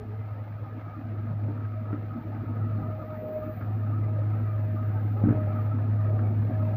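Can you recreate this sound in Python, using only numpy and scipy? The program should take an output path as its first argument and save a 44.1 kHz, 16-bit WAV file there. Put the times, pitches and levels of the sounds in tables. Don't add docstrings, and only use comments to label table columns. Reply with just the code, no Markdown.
import sys
import numpy as np
from scipy import signal
from scipy.fft import rfft, irfft
from scipy.io import wavfile
from scipy.ndimage import map_coordinates

SR = 44100
rng = np.random.default_rng(int(sys.argv[2]) if len(sys.argv) > 2 else 0)


def wav_record(signal):
    frames = np.transpose(np.atleast_2d(signal))
    bounded = np.clip(frames, -1, 1)
    quanta = np.round(bounded * 32767).astype(np.int16)
    wavfile.write(sys.argv[1], SR, quanta)


N = 298336
TIME_S = np.arange(N) / SR

# (time [s], level [dB])
BOOM = [(0, -40), (.15, -35), (.42, -36), (.95, -39), (1.15, -32), (1.48, -29), (1.75, -32), (2.25, -33.5),
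        (2.72, -28), (3.0, -35), (3.32, -45), (3.55, -36.5), (3.72, -27.5), (4.2, -26), (4.72, -27.5),
        (5.55, -26.5), (5.95, -24.3), (6.76, -25)]
# (time [s], half width to 1/e of the depth [s], depth [dB])
BOOM_DIPS = [(2.21, 0.057, -10.5), (2.45, 0.014, -9.5), (5.335, 0.013, -17), (6.511, 0.015, -14)]
# (time [s], base level [dB])
RUMBLE = [(0, -45), (.4, -49.5), (.9, -47), (1.2, -43.5), (1.78, -46.5), (2.3, -42), (2.8, -39.5),
          (3.1, -44), (4.1, -40.5), (4.8, -41), (5.8, -39.5), (6.25, -36.5), (6.76, -37)]
# (multiple of shaft rate [1], relative level [dB])
SHAFT_ORDERS = [(2, -19), (4, -8), (4.5, -14.5), (5, -18), (6, -9), (6.7, -6.5), (7, -9.5), (8, -15.5),
                (9, -18.5), (13.5, -20), (15, -28.5)]
# (centre [Hz], width of one pass [Hz], relative level [dB])
PIPE_MODES = [(145, 82, -5), (232.5, 41.6, 3.5), (307, 108, -2.5)]
# (frequency [Hz], relative level [dB])
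BLOCK_SPECTRUM = [(300, -14), (400, -7), (470, -3), (560, -1), (740, 1), (880, -5.5), (1030, -11),
                  (1400, -13.5), (1680, -11), (1900, -15), (2400, -18), (3100, -28.5), (4200, -31.5),
                  (7500, -50)]
# (frequency [Hz], relative level [dB])
FAN_SPECTRUM = [(5000, -6), (8000, -10.5), (9500, 2), (13000, 1), (15000, -5)]
# (frequency [Hz], relative level [dB])
TYRE_SPECTRUM = [(20, -14.5), (35, -10.5), (52, -0.5), (80, -3.5), (115, 0), (170, -2), (260, -10),
                 (500, -27.5)]
# (time [s], base level [dB])
TURBO_EFFORT = [(0.05, -80), (1.57, -80), (3.11, -75), (3.18, -71), (3.59, -67.5), (3.64, -75),
                (4.29, -77.5), (4.31, -74.5), (5.14, -73), (5.53, -75.5), (5.61, -69.5), (5.7, -77.5),
                (6.7, -74)]
# (frequency [Hz], relative level [dB])
TURBO_SPECTRUM = [(12800, -34), (13400, -20.5), (13850, -13.5), (14080, 1.5), (14400, 2), (14650, 2),
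                  (15500, -11)]
# (time [s], build-up [s], release [s], whine at the peak [dB], sag of firing rate [Hz])
STROKES = [(1.74, .09, .16, -48, .1), (2.63, .78, .15, -34.5, 1.8), (4.041, 0.17, .16, -47.5, .6),
           (4.42, 0.35, .24, -47.5, .7), (5.26, .17, .34, -40, 2.9), (5.96, 0.18, .24, -45.5, 1.1),
           (6.45, 0.17, .3, -43.5, .8)]
# (time [s], length [s], level before fit_db [dB])
PANEL_FITS = [(0.854, 0.042, -49), (0.92, 0.054, -47.5), (1.578, 0.061, -49.5), (1.855, 0.1, -47.5),
              (2.11, 0.071, -48.5), (2.413, 0.08, -49), (2.562, 0.075, -48), (2.788, 0.15, -47),
              (2.997, 0.041, -47.5), (3.097, 0.069, -49), (3.416, 0.076, -49), (3.604, 0.046, -51.5),
              (3.867, 0.03, -48), (3.925, 0.062, -49), (4.035, 0.05, -49), (4.338, 0.21, -47.5),
              (4.774, 0.024, -43), (5.168, 0.032, -46), (5.236, 0.17, -48.5), (5.488, 0.13, -46),
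              (6.013, 0.039, -49), (6.19, 0.029, -48), (6.593, 0.033, -46.5)]
# (time [s], pitch [Hz], level [dB])
GROAN = [(0, 423, -41.5), (.06, 447, -59.5), (.12, 410, -47.5), (.17, 458, -52.5), (.28, 442, -73),
         (.4, 430, -110)]
# (time [s], length [s], level [dB])
DRAGS = [(1.452, 0.057, -49), (1.882, 0.068, -46.5), (3.198, 0.19, -47.5), (5.233, .085, -37),
         (6.08, 0.12, -46)]
# (time [s], strength [dB], frequency favoured by the struck spot [Hz], clank before halving [dB])
BLOWS = [(1.485, -26, 311, -17), (1.928, -21.5, 307, -13), (2.348, -31.5, 255, -7),
         (2.750, -31, 239.6, -17.5), (3.61, -32.5, 256, -4.5), (4.941, -35.5, 227.5, -9.5),
         (5.049, -27, 230, -21.5), (5.236, -11, 171, -27.5), (5.256, -18, 260, -28.5),
         (5.270, -13, 243, -28.5), (5.286, -13.5, 129.6, -19.5), (5.305, -14.5, 333, -20.5),
         (5.784, -36, 353, -0.5), (6.19, -29, 254, -7), (6.42, -30.5, 200, -13), (6.495, -26, 400, -21)]
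# (frequency [Hz], level before the spot's weighting [dB], t60 [s])
BUCKET_MODES = [(80, -7, 0.064), (118.2, -1.5, 0.17), (170, -4.5, 0.046), (197, -1.5, 0.09),
                (233.7, 2, 0.12), (294, 3.5, 0.13), (347, -9, 0.11), (415, -14.5, 0.071), (560, -7, 0.18),
                (720, 1.5, 0.15)]
# (time [s], length [s], level [dB])
SLIDES = [(2.31, 0.055, -62.5), (3.57, 0.05, -61), (4.262, .12, -62), (4.65, 0.092, -62),
          (4.886, 0.061, -64), (5.271, .38, -59.5), (6.17, 0.087, -70)]
# (time [s], level [dB])
FAINT_TICKS = [(5.405, -73), (5.459, -76), (5.493, -73.5), (5.628, -79)]

START_M, SPEED_M_S = 41.3, 2.47
FIRING_HZ = 104.8
PUMP_ORDER = 6
STROKE_ONSET_S, PRESSURE_DB_PER_S, PRESSURE_HOLD_S, SAG_LAG_S = .04, 26.5, .047, .05
TOP_HZ = 15500


def undb(db):
    return 10 ** (np.asarray(db) / 20)


def unit(x):
    return x / np.sqrt(np.mean(x ** 2))


def curves(table):
    s, *columns = np.transpose(table)
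    return [np.interp(TIME_S, s, column) for column in columns]


def burst(s, length_s, edge_s):
    return np.interp(TIME_S, [s - edge_s, s, s + length_s, s + length_s + edge_s], [0, 1, 1, 0])


def bump(s, half_width_s):
    return np.exp(-((TIME_S - s) / half_width_s) ** 2)


def noise():
    return rng.standard_normal(N)


def walk(rate_hz):
    hz = np.arange(N // 2 + 1) * SR / N
    return unit(irfft(rfft(noise()) / (1 + (2 * hz / rate_hz) ** 4), N))


def tone(hz):
    turns = np.cumsum(hz) / SR + rng.random()
    return np.sqrt(2) * np.sin(2 * np.pi * turns)


def colour(x, points):
    hz, db = np.transpose(sorted(points))
    point_octave = np.log2(hz)
    octave = np.log2(np.arange(N // 2 + 1) * SR / N + 1)
    outside = np.abs(octave - np.clip(octave, point_octave[0], point_octave[-1]))
    gain_db = np.interp(octave, point_octave, db) - 20 * outside
    return unit(irfft(rfft(x) * undb(gain_db), N))


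def resonate(x, hz, width_hz):
    return signal.lfilter(*signal.iirpeak(hz, hz / width_hz, fs=SR), x)


def resonate_twice(x, hz, width_hz):
    return resonate(resonate(x, hz, width_hz), hz, width_hz)


def dull(x, hz):
    return signal.sosfilt(signal.butter(4, hz, fs=SR, output="sos"), x)


def shimmer(x, depth_db, patch_s=.08, patch_hz=110, fade_hz=2900):
    hz, s, z = signal.stft(x, SR, nperseg=1024, noverlap=768)
    field = rng.standard_normal((400, 800))
    grid = np.meshgrid(hz / patch_hz, s / patch_s, indexing="ij")
    patches = map_coordinates(field, grid, order=3, mode="wrap")
    gain_db = depth_db * patches / (1 + (hz[:, None] / fade_hz) ** 4)
    return unit(signal.istft(z * undb(gain_db), SR, nperseg=1024, noverlap=768)[1][:N])


def hydraulics():
    pressure, sag_hz = 0, 0
    for s, build_s, release_s, db, drop_hz in STROKES:
        peak_s = s + build_s
        valve = np.interp(TIME_S, [s, s + STROKE_ONSET_S, peak_s, peak_s + release_s], [0, 1, 1, 0])
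        build_db = -PRESSURE_DB_PER_S * np.maximum(peak_s - PRESSURE_HOLD_S - TIME_S, 0)
        pressure = pressure + valve * undb(db + build_db)
        sag_times_s = [s, peak_s, peak_s + .7 * release_s]
        sag_hz = sag_hz + np.interp(TIME_S - SAG_LAG_S, sag_times_s, [0, drop_hz, 0])
    return pressure, sag_hz


def boom(firing_hz, flutter_db=2.5, steady_flutter_db=1.03, steady_above_db=-26,
         unsteady_below_db=-35, waver_hz=.74):
    db, = curves(BOOM)
    dips_db = sum(depth_db * bump(s, half_width_s) for s, half_width_s, depth_db in BOOM_DIPS)
    depth_db = np.interp(db, [unsteady_below_db, steady_above_db], [flutter_db, steady_flutter_db])
    flutter = depth_db * walk(46)
    return tone(firing_hz + waver_hz * walk(21)) * undb(db + flutter + dips_db)


def exhaust(firing_hz, rumble_db, surge_db=1.96, scatter=.98, gas_db=4, orders_db=-3, pipe_db=-2.0):
    shaft_hz = firing_hz / 3
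    orders = sum(tone(k * shaft_hz) * undb(db + 3 * walk(9)) for k, db in SHAFT_ORDERS)
    firings = np.cumsum(firing_hz) / SR
    puffs = np.diff(np.floor(firings), prepend=0) * (1 + scatter * noise())
    gas = unit(noise() * np.exp(-(firings % 1) / .4))
    drive = unit(puffs) + undb(gas_db) * gas
    pipe = 0
    for k, (hz, width_hz, db) in enumerate(PIPE_MODES):
        pipe = pipe + (-1) ** k * undb(db) * resonate_twice(drive, hz, width_hz)
    pipe = shimmer(pipe, depth_db=4.5, patch_s=.055, patch_hz=80)
    level = undb(rumble_db + surge_db * walk(46))
    return level * (undb(orders_db) * orders + undb(pipe_db) * pipe)


def clatter(firing_hz, scatter_db=3, decay_firings=.95, knock_db=-3):
    firings = np.cumsum(firing_hz) / SR
    strength = undb(knock_db + scatter_db * noise()[firings.astype(int)])
    return unit(noise() * (1 + strength * np.exp(-(firings % 1) / decay_firings)))


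def block(firing_hz, near_db, rumble_db, growl_db=-50.5, clatter_db=-59.0, growl_growth=.48,
          follow=.44, clatter_growth=.72, growl_surge_db=.75, clatter_surge_db=0.0):
    sound = shimmer(colour(clatter(firing_hz), BLOCK_SPECTRUM), depth_db=4.4, patch_s=.04, patch_hz=90)
    low, high = (signal.sosfilt(signal.butter(5, 1100, side, fs=SR, output="sos"), sound)
                 for side in ("low", "high"))
    follow_db = follow * (rumble_db - rumble_db.mean())
    low_db = growl_db + growl_growth * near_db + follow_db + growl_surge_db * walk(26)
    high_db = clatter_db + clatter_growth * near_db + clatter_surge_db * walk(42)
    return unit(low) * undb(low_db) + unit(high) * undb(high_db)


def fan(near_db, start_db=-90.5, growth=.7):
    return undb(start_db + growth * near_db) * colour(noise(), FAN_SPECTRUM)


def tyres(rumble_db, relative_db=-4, surge_db=.4):
    return colour(noise(), TYRE_SPECTRUM) * undb(rumble_db + relative_db + surge_db * walk(10))


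def turbo(near_db, whistle_db=-6, hiss_db=.5, hz_per_db=17, waver_hz=9, idle_hz=14140, idle_db=-79):
    db, = curves(TURBO_EFFORT)
    effort_db = db - near_db / 2 - idle_db
    whistle = tone(idle_hz + hz_per_db * effort_db + waver_hz * walk(120))
    hiss = colour(noise(), TURBO_SPECTRUM)
    return undb(db) * (undb(whistle_db) * whistle + undb(hiss_db) * hiss)


def pump(firing_hz, pressure, near_db, idle_start_db=-60, waver_hz=1.2, flutter_db=2.36):
    gain = np.hypot(pressure, undb(idle_start_db + near_db))
    return tone(PUMP_ORDER * firing_hz + waver_hz * walk(21)) * gain * undb(flutter_db * walk(44))


def panel(firing_hz, near_db, hz=1260, wander_hz=30, width_hz=150, ring_db=-4, rasp_db=-4, fit_db=-1,
          edge_s=.015, idle_start_db=-56.0, idle_spread_db=3.5, growth=.24):
    rasp = unit(resonate(resonate(clatter(firing_hz), hz, 2 * width_hz), hz, width_hz))
    ring = tone(hz + wander_hz * walk(36)) * undb(3.6 * walk(50))
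    fits = sum(undb(db + fit_db) * burst(s, length_s, edge_s) for s, length_s, db in PANEL_FITS)
    stir = undb(idle_start_db + growth * near_db + idle_spread_db * np.tanh(2 * walk(6.5)))
    return np.maximum(fits, stir) * (undb(ring_db) * ring + undb(rasp_db) * rasp)


def groan(waver_hz=16):
    hz, db = curves(GROAN)
    return tone(hz + waver_hz * walk(88)) * undb(db + 2 * walk(50))


def hillside(x, t60_s=.82, delay_s=.025):
    tail = noise() * np.exp(-np.log(1000) * TIME_S / t60_s) * (TIME_S > delay_s)
    return signal.fftconvolve(x, tail / np.linalg.norm(tail))[:N]


def grind(rise_s=.045, tail_s=.076, hz=370, width_hz=330, top_hz=850, slips_per_s=700):
    slips = (rng.random(N) < slips_per_s / SR) * noise()
    scrape = unit(dull(resonate(slips, hz, width_hz), top_hz))
    level = 0
    for s, length_s, db in DRAGS:
        rise = np.clip((TIME_S - s) / rise_s + 1, 0, 1)
        fall = np.exp(-np.maximum(TIME_S - s - length_s, 0) / tail_s)
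        level = level + undb(db) * rise * fall
    return scrape * level


def bucket(contact_ms=1.7, spread_octaves=.67, slam=1.71, thud_top_hz=720,
           clank_hz=1350, clank_width_hz=600, clank_decay_s=.017):
    out = np.zeros(2 * N)
    t_s = TIME_S[:SR // 2]
    push = np.sin(np.pi * np.minimum(t_s * 1000 / contact_ms, 1)) ** 2
    hz, mode_db, t60_s = np.transpose(BUCKET_MODES)
    decay = np.exp(-np.log(1000) * t_s[:, None] / t60_s)
    modes = np.sin(2 * np.pi * hz * t_s[:, None]) * decay
    for s, db, spot_hz, clank_db in BLOWS:
        distance = np.log2(hz / spot_hz) / spread_octaves
        share = undb(mode_db) / (1 + distance ** 2) ** 1.5
        swing = signal.fftconvolve(modes @ share, push)[:len(t_s)]
        thud = dull(np.tanh(slam * swing / np.abs(swing).max()), thud_top_hz)
        clank = unit(resonate(rng.standard_normal(len(t_s)), clank_hz, clank_width_hz))
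        clank = clank * np.exp(-t_s / clank_decay_s)
        clank = dull(resonate_twice(clank, clank_hz, 2 * clank_width_hz), 2 * clank_hz)
        start = int(s * SR)
        out[start:start + len(t_s)] += undb(db) * (thud + .5 * undb(clank_db) * clank)
    return signal.sosfilt(signal.butter(2, 70, "high", fs=SR, output="sos"), out[:N])


def gravel(hz=1750, width_hz=900, top_hz=2700, grains_per_s=2500, edge_s=.021):
    clicks = (rng.random(N) < grains_per_s / SR) * noise()
    patter = dull(resonate(resonate(clicks, hz, width_hz), hz, 2 * width_hz), top_hz)
    level = sum(undb(db) * burst(s, length_s, edge_s) for s, length_s, db in SLIDES)
    return shimmer(patter, depth_db=5) * level


def squeak(s=2.774, half_width_s=.0084, hz=4180, level_db=-71):
    return undb(level_db) * bump(s, half_width_s) * tone(hz + 40 * walk(120))


def faint_ticks(hz=10800, width_hz=2000, half_width_s=.0013):
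    snap = unit(resonate_twice(noise(), hz, width_hz))
    return snap * sum(undb(db) * bump(s, half_width_s) for s, db in FAINT_TICKS)


def scene():
    near_db = 20 * np.log10(START_M / (START_M - SPEED_M_S * TIME_S))
    pressure, sag_hz = hydraulics()
    firing_hz = FIRING_HZ - sag_hz
    rumble_db, = curves(RUMBLE)
    engine = boom(firing_hz) + exhaust(firing_hz, rumble_db)
    engine = engine + block(firing_hz, near_db, rumble_db) + fan(near_db)
    whines = turbo(near_db) + pump(firing_hz, pressure, near_db)
    metal = panel(firing_hz, near_db) + groan() + grind() + bucket() + gravel() + squeak()
    echo = undb(-11.0) * hillside(metal)
    return (engine + tyres(rumble_db) + whines + metal + echo + faint_ticks())[None]


def record(dry, low_cut_hz=40):
    thin = signal.sosfilt(signal.butter(2, low_cut_hz, "high", fs=SR, output="sos"), dry)
    return signal.sosfilt(signal.ellip(10, .2, 70, TOP_HZ, fs=SR, output="sos"), thin)


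dry = scene()
out = record(dry)
wav_record(out)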